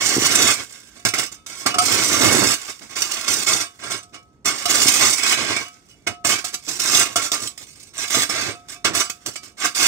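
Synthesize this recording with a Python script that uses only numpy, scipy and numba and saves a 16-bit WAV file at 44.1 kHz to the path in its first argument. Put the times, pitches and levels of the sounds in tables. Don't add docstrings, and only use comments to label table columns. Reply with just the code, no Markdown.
import sys
import numpy as np
from scipy import signal
from scipy.fft import rfft, irfft, next_fast_len
from scipy.io import wavfile
from scipy.ndimage import uniform_filter1d, map_coordinates
from numba import njit

SR = 44100
rng = np.random.default_rng(int(sys.argv[2]) if len(sys.argv) > 2 else 0)


def inscribe(sig):
    pcm = np.round(np.clip(np.atleast_2d(sig).T, -1, 1) * 32767)
    wavfile.write(sys.argv[1], SR, pcm.astype(np.int16))


N = 435266
FFT_SIZE = next_fast_len(N + SR)
HZ = np.maximum(np.arange(FFT_SIZE // 2 + 1) * SR / FFT_SIZE, 1)
T = np.arange(N) / SR

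# start_s, length_s, edge_start_db, edge_end_db, body_re_edge_db, rumble_re_edge_db
SCRAPES = [(0.0, 0.51, -21, -14.5, -2.5, -11.5), (0.563, 0.037, -43, -39.5, 13, 4),
           (0.951, 0.02, -50.5, -47.5, 2, -1), (1.0498, 0.0045, -14.5, -19, 1.5, -3.5),
           (1.14, 0.048, -30.5, -35, 7, -10.5), (1.174, 0.064, -21.5, -27.5, -0.5, -10),
           (1.312, 0.021, -26, -39, -9, -12), (1.462, 0.173, -40, -34.5, -2.5, -14.5),
           (1.661, 0.013, -20, -23, 6, -11), (1.748, 0.0054, -28.5, -38.5, 0.5, 16.5),
           (1.809, 0.71, -19, -15, -4, -11), (2.673, 0.022, -37.5, -32, 2.5, -12.5),
           (2.805, 0.057, -42.5, -53.5, 5, 5), (2.888, 0.052, -46, -47.5, 9, -3),
           (2.95, 0.63, -28, -36, 0.5, -29), (3.27, 0.16, -17, -24, -4.5, -14.5),
           (3.46, 0.15, -16, -23.5, -2, -18.5), (3.79, 0.039, -55.5, -46, 11.5, 1),
           (3.819, 0.059, -47.5, -43, 11.5, 8), (3.895, 0.078, -28.5, -40, 6.5, 0.5),
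           (4.121, 0.025, -62, -52, 14.5, 10.5), (4.445, 0.039, -23, -17.5, 1, -18),
           (4.53, 0.1, -34, -30.5, 1, -17), (4.669, 0.05, -25, -29.5, 2, -31),
           (4.687, 0.446, -16.5, -15, -5, -15), (5.174, 0.15, -26.5, -15, -0.5, -26),
           (5.365, 0.26, -32, -40.5, 10.5, 4.5), (5.874, 0.021, -60, -49, -9, -23),
           (6.066, 0.023, -16.5, -40, 8.5, 6.5), (6.24, 0.086, -25, -15, -0.5, -7.5),
           (6.379, 0.019, -22, -37, 2, -6), (6.449, 0.012, -30, -26, -4.5, -26),
           (6.524, 0.025, -29, -31.5, -32, -10.5), (6.613, 0.067, -50, -38, -23, -28),
           (6.669, 0.085, -28.5, -24, -8.5, -11.5), (6.784, 0.23, -23.5, -12.5, -6, -18),
           (7.04, 0.1, -38.5, -50, 10, 0), (7.1626, 0.027, -17.5, -24.5, 2.5, -16),
           (7.212, 0.047, -20, -21.5, -7, -19), (7.321, 0.042, -19, -24.5, -3.5, -16),
           (7.381, 0.076, -33.5, -29.5, -8.5, -8.5), (7.582, 0.034, -49, -36, -8, -9.5),
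           (7.661, 0.04, -42, -44, -11, -19), (7.746, 0.133, -44, -48, -8, -27),
           (7.927, 0.065, -45, -34.5, 0, -22), (7.988, 0.046, -26, -25.5, -3, -37),
           (8.091, 0.13, -23, -16.5, -2.5, -36), (8.285, 0.21, -29.5, -33.5, 6, -6),
           (8.68, 0.047, -42, -35.5, 0, -19.5), (8.842, 0.03, -27.5, -34, 15, -19),
           (8.928, 0.078, -23, -17.5, -2, -18), (9.248, 0.041, -39, -32, -8.5, -1),
           (9.329, 0.032, -27, -48, -15, -8), (9.424, 0.064, -38.5, -49, -4.5, -10.5),
           (9.566, 0.089, -45, -20, 1, -27), (9.74, 0.18, -23.5, -8.5, -5.5, -29.5)]
# start_s, pitch_hz, level_db
KNOCKS = [(0.166, 319, 1.5), (0.181, 315, 4.5), (0.2214, 344, -2), (4.857, 300, -4.5), (6.95, 206, -6.5),
          (8.1705, 229, -7)]
# start_s, level_db, dull_re_level_db, clank_re_level_db
BLOWS = [(0.9946, -34, -4, -15), (1.05, -6, -10, -3.5), (1.1369, -9.5, 2, -18), (1.183, -8, -12, -5),
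         (1.4627, -20.5, -27, -12), (1.6612, -6.5, -3, 0.5), (1.7424, -18, 1, 1), (1.7841, -5, -19.5, -3.5),
         (2.82, -43.5, 1, 2), (3.279, -6.5, -10, -16.5), (3.465, -9, -22, -14), (3.7906, -40, 8, -24),
         (3.8366, -22.5, -16, 1), (3.906, -18, -12, -8), (3.917, -15, -6, -4), (4.028, -32.5, -17, -8),
         (4.1425, -38.5, -1, 7), (4.4565, -5, -8.5, -12), (4.655, -6, -14.5, -9), (5.231, -7.5, -14, -21),
         (5.5641, -20.5, 11.5, 8), (5.661, -51, 0, 16), (6.0725, -18, 1, 7.5), (6.2478, -5, -8, -0.5),
         (6.29, -7, 0, -17), (6.4421, -12.5, -19, -12), (6.5404, -12, -15, -10), (6.687, -12.5, -9, -8),
         (6.795, -10, -24, -10), (6.9473, -12.5, 4, 2), (7.1583, -2.5, -21, -6.5), (7.3167, -6, -19, -17),
         (7.5756, -19.5, -19, -31), (7.986, -22.5, -19, 2.5), (8.077, -15, -20, -28),
         (8.146, -9.5, -3.5, 4), (8.55, -40.5, 0, 3), (8.695, -28, -28, -19), (8.8466, -10.5, 2, 4.5),
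         (8.9499, -6.5, -20, -2), (9.097, -11.5, -6, -36), (9.2609, -11.5, -9, -8.5),
         (9.3573, -19.5, -0.5, -5.5), (9.5997, -17.5, -9, -11.5), (9.644, -12.5, -2.5, -3),
         (9.756, -21.5, -8, -20.5)]
# start_s, length_s, rumble_db
SLABS = [(1.654, 0.016, -23.5), (2.194, 0.26, -19), (3.508, 0.026, -23.5), (4.136, 0.033, -50),
         (4.468, 0.082, -36.5), (5.473, 0.041, -35), (6.063, 0.017, -27), (6.272, 0.036, -36),
         (7.154, .015, -36.5), (8.162, .01, -22.5), (8.418, 0.075, -28.5), (8.843, 0.087, -26.5),
         (9.652, 0.03, -41)]
# pitch_hz, level_db, t60_s
BLADE_HZ = [115, 305, 708, 1110, 1190, 1288, 1380, 1640, 2140, 2300, 2570, 2910, 3300, 3595, 3940, 4500,
            4640, 4780, 5345, 5915, 6150, 6550, 6990, 7480, 7820, 8200, 8490, 8760]
BLADE_DB = [-14, -13, -1, -7.5, -7.5, -4, -10, -11.5, -15, -7.5, -10, -3.5, -19, -11, -6, -8, -17.5, -7.5,
            -2.5, -9, -3, -12, -8, -12.5, -3.5, -3.5, -6, -5.5]
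BLADE_T60_S = [.15, .1, .8, .17, .15, .9, .12, .11, .1, .18, .2, .15, .2, .3, .15, .15, .14, .13, .12, .1,
               .1, .1, .1, .09, .09, .08, .08, .08]
LOOSE_HZ = [1110, 1640, 2300]
# time_s, centre_hz
SINGING = [(0.55, 2350), (0.7, 1260), (1.0, 2080), (1.6, 1203), (3.2, 1450), (4.6, 1550), (5.2, 2250),
           (5.63, 2300), (5.75, 3600), (6.1, 2130), (6.6, 1260), (7.5, 1210), (8.3, 2190), (9.0, 1600)]
# freq_hz, level_db
COLOUR = [(24, -24), (40, -40.5), (109, -5), (158, -14.5), (303, -3.5), (513, -8.5), (800, -8.5),
          (1170, -3.5), (1540, 0), (2300, -1.5), (3200, -3), (4400, -3.5), (5530, -0.5), (7650, -3.5),
          (8800, -5), (9700, -12.5), (15800, -17)]
# freq_hz, left_minus_right_db
SHADOW = [(60, -8), (110, -4), (200, -0.5), (380, -2), (700, -2), (1290, -3), (2380, -6), (4400, -8.5),
          (8120, -10), (15000, 2)]
# freq_hz, level_db
STREET = [(24, -22), (48, 7.5), (319, 1), (1200, -20), (1500, -24), (3000, -34.5), (15800, -53.5)]

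BITE_S = 0.01


def undb(db):
    return 10 ** (np.asarray(db) / 20)


def unit(x):
    return x / np.sqrt(np.mean(np.abs(x) ** 2))


def minimum_phase(db):
    cepstrum = irfft(np.log(undb(db)), FFT_SIZE)
    cepstrum[1:FFT_SIZE // 2] *= 2
    cepstrum[FFT_SIZE // 2 + 1:] = 0
    return np.exp(rfft(cepstrum))


def curve_db(table):
    hz, db = np.transpose(table)
    return np.interp(np.log(HZ), np.log(hz), db)


def walk(rate_hz):
    hold = int(SR / rate_hz)
    return 0.98 * uniform_filter1d(np.repeat(rng.standard_normal(N // hold + 1), hold), hold)[:N]


def scrapes(lift_db_per_s=428.5, free_s=0.0086, crumbs_db=-17.5, crumbs_db_per_s=38):
    power = np.full((3, N), 1e-10)
    pressure, held_power = np.zeros((2, N))
    for start_s, length_s, start_db, end_db, body_db, rumble_db in SCRAPES:
        i = int(start_s * SR)
        t = T[:min(int((length_s + 1) * SR), N - i)]
        span = slice(i, i + len(t))
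        after_s = np.maximum(t - length_s, 0)
        struck = any(0 <= blow[0] - start_s < 0.0045 for blow in BLOWS)
        bite = np.minimum(t / (0.0015 if struck else BITE_S), 1)
        held = bite * undb(np.interp(t, [0, length_s], [start_db, end_db]) - lift_db_per_s * after_s)
        crumbs = (t > length_s) * length_s * undb(end_db + crumbs_db - crumbs_db_per_s * after_s) ** 2
        power[0, span] += held ** 2 + crumbs
        power[1, span] += (held ** 2 + crumbs) * undb(body_db) ** 2
        power[2, span] += (held * undb(rumble_db)) ** 2
        pressure[span] += held * np.exp(-after_s / free_s) + 0.13 * np.sqrt(crumbs)
        held_power[span] += held ** 2
    touch_share = np.sqrt(held_power / power[0])
    return power, pressure, touch_share


def impulses(per_s, spread_db):
    return (rng.random(N) < per_s / SR) * undb(spread_db * rng.exponential(size=N))


def stick_slip_db(per_s, spread_db, fade_s):
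    jerks = signal.lfilter([1], [1, -np.exp(-1 / (fade_s * SR))], impulses(per_s, spread_db))
    return 20 * np.log10(unit(jerks) + 1)


def grit(per_s, spread_db, hiss):
    ticks = impulses(per_s, spread_db) * rng.choice([-1, 1], N)
    return unit(unit(ticks) + hiss * rng.standard_normal(N))


@njit
def ring(drive, hz, loss_per_sample):
    out, state = np.empty(len(drive)), 0j
    for i in range(len(drive)):
        step_rad = 2 * np.pi * hz[i] / SR
        state = state * complex(np.cos(step_rad), np.sin(step_rad)) * (1 - loss_per_sample[i]) + drive[i]
        out[i] = state.imag
    return out


def blade(force, touch_share, clank, pressure, ring_db=-26.5, pressed_t60_s=0.1):
    centre_log_hz = np.log(np.interp(T, *np.transpose(SINGING)))
    out = 0
    for hz, db, t60_s in zip(BLADE_HZ, BLADE_DB, BLADE_T60_S):
        loose = hz in LOOSE_HZ
        full_hold_db = -27.5 if loose else -47
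        contact = np.clip(pressure / undb(full_hold_db), 0, 1)
        nearness = np.exp(-((np.log(hz) - centre_log_hz) / 0.19) ** 2)
        favour_db = (1 - t60_s) * (3.14 * walk(6) + 7 * nearness)
        tap = clank * undb(14.6 * t60_s * (1 - contact))
        coupling = np.maximum(nearness ** 0.4, touch_share) if loose else touch_share
        rub = force * coupling * undb(-20 * t60_s * contact)
        ice_damping = contact / pressed_t60_s * (hz / 2100.0) ** 0.12
        loss_per_sample = np.log(1000) / SR * (1 / t60_s + ice_damping)
        bent_hz = hz * (1 + 0.023 * contact * walk(5))
        out += ring((tap + rub) * undb(db + ring_db + favour_db), bent_hz, loss_per_sample)
    return out


def ground_bounce(x, delay_ms=1.15, drift_ms=0.301, level_db=-7.5):
    delay_samples = np.maximum(delay_ms + drift_ms * walk(2), 0) * SR / 1000
    return x + undb(level_db) * map_coordinates(x, [np.arange(N) - delay_samples], order=3)


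def echo(t60_s, level_db):
    t = T[:SR // 2]
    tail = rng.standard_normal((2, len(t))) * np.exp(-np.log(1000) * t / t60_s)
    tail *= np.minimum(t / 0.0021, 1)
    return undb(level_db) * tail / np.sqrt(np.sum(tail ** 2, axis=1, keepdims=True))


def edge_paths(crunch, steel, places=6):
    slow = np.array([undb(6.5 * walk(6)) for _ in range(places)])
    fast = slow * np.array([undb(8.7 * walk(150)) for _ in range(places)])
    slow, fast = (weights / np.linalg.norm(weights, axis=0) for weights in (slow, fast))
    spectrum = undb(-5.0) * rfft(crunch + steel, FFT_SIZE)
    for source in crunch * fast + undb(-8.5) * steel * slow:
        response = echo(t60_s=0.039, level_db=3.0) + echo(t60_s=0.14, level_db=-2.5)
        spectrum = spectrum + rfft(source, FFT_SIZE) * rfft(response, FFT_SIZE)
    return spectrum


def street(level_db=-54.5):
    mid, side = rfft(rng.standard_normal((2, FFT_SIZE)))
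    width = np.clip(HZ / 1500.0, 0.4, 1) * np.array([[1], [-1]])
    air = irfft(undb(curve_db(STREET)) * (mid + width * side), FFT_SIZE)[:, :N]
    return unit(air) * undb(level_db + 1.6 * walk(3.1) + np.array([[-1.5], [1.5]]))


def knocks():
    out = np.zeros(N)
    for start_s, hz, db in KNOCKS:
        out -= undb(db) * np.sin(2 * np.pi * np.clip((T - start_s) * hz, 0, 1))
    return out


def blows(rise_s=0.00099, t60_s=0.052, crack_db=7.5, crack_s=0.0012, crest_db=9.0, push_db=24.5):
    bright, dull, clank = np.zeros((3, N))
    for start_s, db, dull_db, clank_db in BLOWS:
        i = int(start_s * SR)
        t = T[:min(SR // 3, N - i)]
        crack = undb(crack_db) * np.exp(-t / crack_s)
        crunch = np.exp(-np.log(1000) * t / t60_s)
        envelope = undb(db - crest_db) * np.minimum(t / rise_s, 1) * (crack + crunch)
        bright[i:i + len(t)] += envelope
        dull[i:i + len(t)] += envelope * undb(dull_db)
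        clank[i] += undb(db + clank_db + push_db)
    return bright, dull, clank


def slabs(fall_db_per_s=301):
    power = np.zeros(N)
    for start_s, length_s, db in SLABS:
        rise = np.clip((T - start_s) / BITE_S, 0, 1)
        after_s = np.maximum(T - start_s - length_s, 0)
        power += (rise * undb(db - fall_db_per_s * after_s)) ** 2
    return power


def spade(body_hz=600, edge_hz=3200, left_lag_samples=6):
    bright, dull, clank = blows()
    (edge_power, body_power, rumble_power), pressure, touch_share = scrapes()
    edge_db, body_db, rumble_db = 10 * np.log10([edge_power, body_power, rumble_power + slabs()])
    judder_db = 1.43 * walk(45) + 0.77 * walk(140)
    edge_db += stick_slip_db(per_s=160, spread_db=3.5, fade_s=0.0012) - 4.5
    colour_db, pan_db = curve_db(COLOUR), curve_db(SHADOW) / 2
    low = 1 / (1 + 1j * HZ / body_hz) ** 2
    high = 1 / (1 - 1j * edge_hz / HZ) ** 2

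    def crush(grains, band, level_db, blow, flicker_db):
        stroke = undb(level_db + judder_db + flicker_db * walk(30))
        band_rms = np.sqrt(np.mean(np.abs(band * undb(colour_db)) ** 2))
        return rfft(grains * np.hypot(stroke, blow), FFT_SIZE) * band / band_rms

    fine = grit(per_s=2500, spread_db=2.5, hiss=0.99)
    body = irfft(crush(fine, 1 - low - high, body_db, dull, flicker_db=2.1), FFT_SIZE)[:N]
    edge = irfft(crush(fine, high, edge_db, bright, flicker_db=0.99), FFT_SIZE)[:N]
    common, left, right = (grit(per_s=450, spread_db=0.5, hiss=0.9) for _ in range(3))
    lumps = (common + 1.24 * np.array([left, right])) * undb([[-4.0], [2.5]])
    rumble = crush(lumps, low, rumble_db, dull * undb(-10.0), flicker_db=2.56)
    steel = blade(body + edge, touch_share, clank, pressure)
    ice = grit(per_s=260, spread_db=1.6, hiss=0)
    snaps = crush(ice, 1 - low, edge_db, bright, flicker_db=2.1) * undb(-4.5)
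    spectrum = edge_paths(body + ground_bounce(edge), steel) + rumble + snaps + rfft(knocks(), FFT_SIZE)
    lag = np.exp(-2j * np.pi * HZ * left_lag_samples / SR)
    microphones = np.array([lag * minimum_phase(colour_db + pan_db), minimum_phase(colour_db - pan_db)])
    return undb(-4.5) * irfft(spectrum * microphones, FFT_SIZE)[:, :N]


def scene():
    return spade() + street()


def record(dry):
    bottom_hz, top_hz = 55, 16900
    highpass = signal.butter(2, bottom_hz, "high", fs=SR, output="sos")
    lowpass = signal.cheby2(16, 95, top_hz, fs=SR, output="sos")
    rounded = np.tanh(1.001 * signal.sosfilt(highpass, dry)) / 1.272
    return signal.sosfilt(lowpass, rounded)


dry = scene()
out = record(dry)
inscribe(out)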